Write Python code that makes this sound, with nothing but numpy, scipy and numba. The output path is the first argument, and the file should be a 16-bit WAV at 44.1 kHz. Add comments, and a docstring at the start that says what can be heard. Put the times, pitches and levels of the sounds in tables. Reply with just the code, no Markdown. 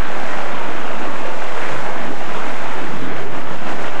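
"""A roar of sea water surging through a narrow rock cave: countless bubbles over churning water.
Foam fizzes on top, large bubbles gurgle below, and the swell booms in hollows of the walls.
Trapped air pockets gulp; now and then a small wave slaps the rock.
The cave rings behind the water; one dull microphone hears it."""
import sys
import numpy as np
from scipy import signal
from scipy.fft import rfft, irfft
from scipy.io import wavfile
from scipy.ndimage import uniform_filter1d
from numba import njit

SR = 44100
rng = np.random.default_rng(int(sys.argv[2]) if len(sys.argv) > 2 else 0)


def bounce(signal):
    """Save signal as a 16-bit WAV file at the path given by the first command-line argument."""
    frames = np.transpose(np.atleast_2d(signal))
    limited = np.clip(frames, -1, 1)
    pcm = np.round(limited * 32767).astype(np.int16)
    wavfile.write(sys.argv[1], SR, pcm)


N = 176400

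# surge of the water, shared by wash and gurgle: time_s, relative_db
SURGE = [(0.03, -27), (0.35, -26.5), (0.96, -27), (0.97, -29), (1.06, -25.5), (1.07, -28), (1.31, -26.5),
         (1.32, -28.5), (1.69, -25.5), (1.84, -28.5), (1.85, -25.5), (1.92, -28), (2.07, -26), (2.09, -30),
         (2.19, -31), (2.22, -27), (2.51, -26.5), (2.52, -28.5), (2.63, -26.5), (2.99, -29), (3.2, -27.5),
         (3.29, -33), (3.34, -27.5), (3.43, -31), (3.54, -27.5), (3.57, -32.5), (3.66, -29), (3.67, -25),
         (3.76, -29), (3.88, -25.5), (3.91, -30), (3.97, -26.5)]


def undb(db):
    """Decibels to gain."""
    return 10 ** (np.asarray(db) / 20)


def unit(x):
    """Scale to rms 1."""
    return x / np.sqrt(np.mean(x ** 2) + 1e-18)


def follow(curve):
    """Gain along a curve of time_s, level_db."""
    time_s, level_db = np.array(curve).T
    return undb(np.interp(np.arange(N) / SR, time_s, level_db))


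def colour(x, points):
    """Filter by points of freq_hz, gain_db; rms 1."""
    freq_hz, gain_db = np.array(points).T
    bins_hz = np.maximum(np.arange(N // 2 + 1) * SR / N, 1)
    response = undb(np.interp(np.log(bins_hz), np.log(freq_hz), gain_db))
    return unit(irfft(rfft(x) * response, N))


def lowpass(x, cutoff_hz):
    """Second-order low-pass."""
    return signal.sosfilt(signal.butter(2, cutoff_hz, fs=SR, output="sos"), x)


def band(centre_hz, octaves):
    """Noise in a bell-shaped band; rms 1."""
    bins_hz = np.maximum(np.arange(N // 2 + 1) * SR / N, 1)
    bell = np.exp(-.5 * (np.log2(bins_hz / centre_hz) / octaves) ** 2)
    return unit(irfft(rfft(rng.standard_normal(N)) * bell, N))


def wander(rate_hz):
    """Smoothed random steps; rms 1."""
    hold = max(int(SR / rate_hz), 2)
    steps = rng.standard_normal(1024)[np.arange(N) // hold % 1024]
    return unit(uniform_filter1d(steps, hold))


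def pulse(start_s, attack_s, length_s):
    """Envelope: smooth rise, Gaussian decay."""
    age_s = np.maximum(np.arange(N) / SR - start_s, 0)
    onset = np.sin(np.pi / 2 * np.minimum(age_s / attack_s, 1)) ** 2
    return onset * np.exp(-(age_s / length_s) ** 2)


@njit
def ring(start_samples, pitch_hz, amplitudes, cycles, rise):
    """Each bubble is a damped sine whose pitch climbs as it nears the surface."""
    out = np.zeros(N)
    for k in range(len(start_samples)):
        n = int(cycles[k] * SR / pitch_hz[k])
        phasor = amplitudes[k] + 0j
        turn_rad = 2 * np.pi * pitch_hz[k] / SR
        step = np.exp(-5. / n) * np.exp(1j * turn_rad)
        glide = np.exp(1j * turn_rad * rise / n)
        for i in range(n):
            out[(int(start_samples[k]) + i) % N] += phasor.imag
            phasor *= step
            step *= glide
    return out


def bubbles(count, low_hz, high_hz, cycles, scatter_db, rise):
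    """Cloud of bubbles, random in time, size, strength and damping; rms 1."""
    when, smallness, strength, sustain = rng.random((count, 4)).T
    pitch_hz = (np.sqrt(low_hz) + smallness * (np.sqrt(high_hz) - np.sqrt(low_hz))) ** 2
    spread_db = scatter_db * np.minimum(-np.log(1 - strength), 4)
    amplitudes = undb(spread_db) * pitch_hz ** .75  # evens the spectrum
    return unit(ring(when * N, pitch_hz, amplitudes, cycles * (.5 + sustain), rise))


def cave(x, wet_db):
    """Dense echoes off rock; the treble dies first, and the heaving surface keeps changing the paths."""
    low_t60_s, treble_t60_s, gap_s, shift_hz = 0.7, 0.41, .012, 1.7
    t, echoes, spectrum = np.arange(N) / SR, 0, rfft(x)
    for phase in np.pi * np.arange(4) / 4:
        noise = rng.standard_normal(N)
        low = lowpass(noise, 2500)
        tail = low * undb(-60 * t / low_t60_s) + (noise - low) * undb(-60 * t / treble_t60_s)
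        crossfade = np.cos(np.pi * shift_hz * t + phase) ** 4
        echoes = echoes + irfft(spectrum * rfft(tail * (t > gap_s)), N) * crossfade
    wet = undb(wet_db)
    return (x + wet * unit(echoes) * np.std(x)) / np.sqrt(1 + wet ** 2)


def wash():
    """Bubbles ring in churning water; patches of the churn swell on their own."""
    # spectrum of the roar: freq_hz, gain_db
    wash_eq = [(150, -17), (300, -9.5), (420, -2.5), (600, 0), (900, -1.5), (1400, -3), (2000, -7),
               (2800, -12), (4000, -21.5), (5500, -43.5), (9000, -58)]
    patchy_db, churn_db, trim_db = 1.5, -3, 1
    cloud = bubbles(count=12000, low_hz=279.6, high_hz=5002, cycles=13.4, scatter_db=3, rise=0.1)
    churn = sum(band(hz, octaves=0.29) * np.sqrt(hz) * undb(patchy_db * wander(rate_hz=15))
                for hz in np.geomspace(250, 5000, 10))
    roar = cave(cloud + undb(churn_db) * unit(churn), wet_db=-2.5)
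    return colour(roar, wash_eq) * follow(SURGE) * undb(trim_db)


def foam():
    """Tiny bubbles burst in a hiss of spray."""
    # amount of foam: time_s, relative_db
    foam_levels = [(0.03, -47.5), (0.34, -44.5), (0.58, -47.5), (1.48, -46), (1.73, -43), (1.99, -48.5),
                   (2.04, -45), (2.09, -47), (2.41, -45), (3.05, -47.5), (3.1, -52), (3.2, -47),
                   (3.29, -52.5), (3.38, -47), (3.46, -51), (3.53, -47), (3.61, -50), (3.71, -43.5),
                   (3.77, -47), (3.84, -43.5), (3.91, -48), (3.97, -47)]
    # spectrum of the spray: freq_hz, gain_db
    foam_eq = [(1500, -5), (3000, 1), (4800, -1), (7000, -1.5), (8500, -6), (10000, -14), (12000, -25.5),
               (13500, -25)]
    hiss_db, trim_db = -3, 2
    fizz = bubbles(count=30000, low_hz=1980, high_hz=12900, cycles=5.8, scatter_db=-0.5, rise=.1)
    spray = cave(fizz + undb(hiss_db) * rng.standard_normal(N), wet_db=-8.5)
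    return colour(spray, foam_eq) * follow(foam_levels) * undb(trim_db)


def gurgle():
    """Large bubbles roll along the walls in churning water and fall away with the wash."""
    # strength of the gurgling: time_s, relative_db
    gurgle_levels = [(0.05, -37), (0.33, -37), (0.37, -35.5), (1.09, -33), (1.44, -40), (2.07, -31.5),
                     (2.09, -28.5), (2.22, -40), (2.27, -32.5), (2.65, -35), (3.05, -28.5), (3.29, -36.5),
                     (3.38, -31), (3.41, -36), (3.69, -33), (3.95, -35)]
    # spectrum of the gurgling: freq_hz, gain_db
    gurgle_eq = [(70, -18), (130, -11), (180, -1), (270, 1.5), (390, -2), (520, -19), (1000, -25)]
    churn_db, surge_coupling = -3, .4
    cloud = bubbles(count=1600, low_hz=110.5, high_hz=651, cycles=12, scatter_db=1.5, rise=0.094)
    rolling = cave(cloud, wet_db=-6.5)
    churn = undb(churn_db) * unit(lowpass(rng.standard_normal(N), 1000))
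    envelope = unit(follow(SURGE)) ** surge_coupling * follow(gurgle_levels)
    return colour(rolling + churn, gurgle_eq) * envelope


def boom():
    """The swell rumbles in hollows of the rock."""
    # strength of the rumble: time_s, relative_db
    boom_levels = [(0, -55), (.29, -50), (.55, -45), (1.1, -48), (1.2, -55), (1.68, -47), (1.73, -40),
                   (1.95, -48), (2.45, -44.5), (2.78, -51), (2.98, -37), (3.25, -39), (3.7, -44),
                   (3.95, -43)]
    # response of the hollows: freq_hz, gain_db
    boom_eq = [(20, -24), (45, -28), (60, -16), (75, -11), (100, -8), (130, -1.5), (170, -2.5), (300, -28),
               (600, -52)]
    trim_db = 0.5
    return colour(rng.standard_normal(N), boom_eq) * follow(boom_levels) * undb(trim_db)


def gulps():
    """Trapped air rings with an unsteady, slightly rising pitch."""
    # air pockets: start_s, pitch_hz, level_db, length_s
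    pockets = [(0.396, 562, -35, .06), (.49, 590, -30, 0.065), (.67, 696.5, -28.5, 0.056),
               (1.03, 614, -32, 0.055), (1.25, 880, -31, .06), (1.541, 444, -29.5, 0.074),
               (1.706, 125, -33.5, 0.066), (1.844, 827, -30, 0.054), (1.88, 530, -32, 0.048),
               (2.025, 604.6, -29, 0.047), (2.083, 275, -31, 0.058), (2.086, 400, -31, 0.058),
               (2.342, 427, -29.5, 0.067), (2.828, 336, -33, 0.07), (2.993, 258.5, -29, .08),
               (3.197, 406.5, -30, 0.094), (3.493, 175.2, -32, .07)]
    rise_per_length, waver, attack_s = .04, .03, 0.017
    t, out = np.arange(N) / SR, np.zeros(N)
    for start_s, pitch_hz, level_db, length_s in pockets:
        climb = rise_per_length * np.clip((t - start_s) / length_s - .5, -1, 2)
        freq_hz = pitch_hz * (1 + climb + waver * wander(rate_hz=120))
        tone = np.sqrt(2) * np.sin(2 * np.pi * np.cumsum(freq_hz) / SR)
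        out += undb(level_db) * pulse(start_s, attack_s, length_s) * tone
    return cave(out, wet_db=-9)


def slaps():
    """Small waves break on the rock in short splashes."""
    # wave impacts: start_s, centre_hz, level_db, length_s
    impacts = [(1.04, 1000, -28, 0.055), (1.609, 1950, -26, 0.053), (1.72, 1710, -34, .08),
               (2.028, 850, -30, 0.054), (3.66, 700, -28.5, 0.046)]
    attack_s = 0.013
    splashes = sum(undb(level_db) * band(centre_hz, octaves=0.34) * pulse(start_s, attack_s, length_s)
                   for start_s, centre_hz, level_db, length_s in impacts)
    return cave(splashes, wet_db=0)


def scene():
    """All the water in the cave, mono."""
    return (wash() + foam() + gurgle() + boom() + gulps() + slaps())[None]


def record(dry):
    """The recorder cuts the top and adds a silent DC offset."""
    cutoff_hz, dc_offset = 13400, .4953
    return dc_offset + signal.sosfilt(signal.ellip(10, .2, 80, cutoff_hz, fs=SR, output="sos"), dry)


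dry = scene()
out = record(dry)
bounce(out)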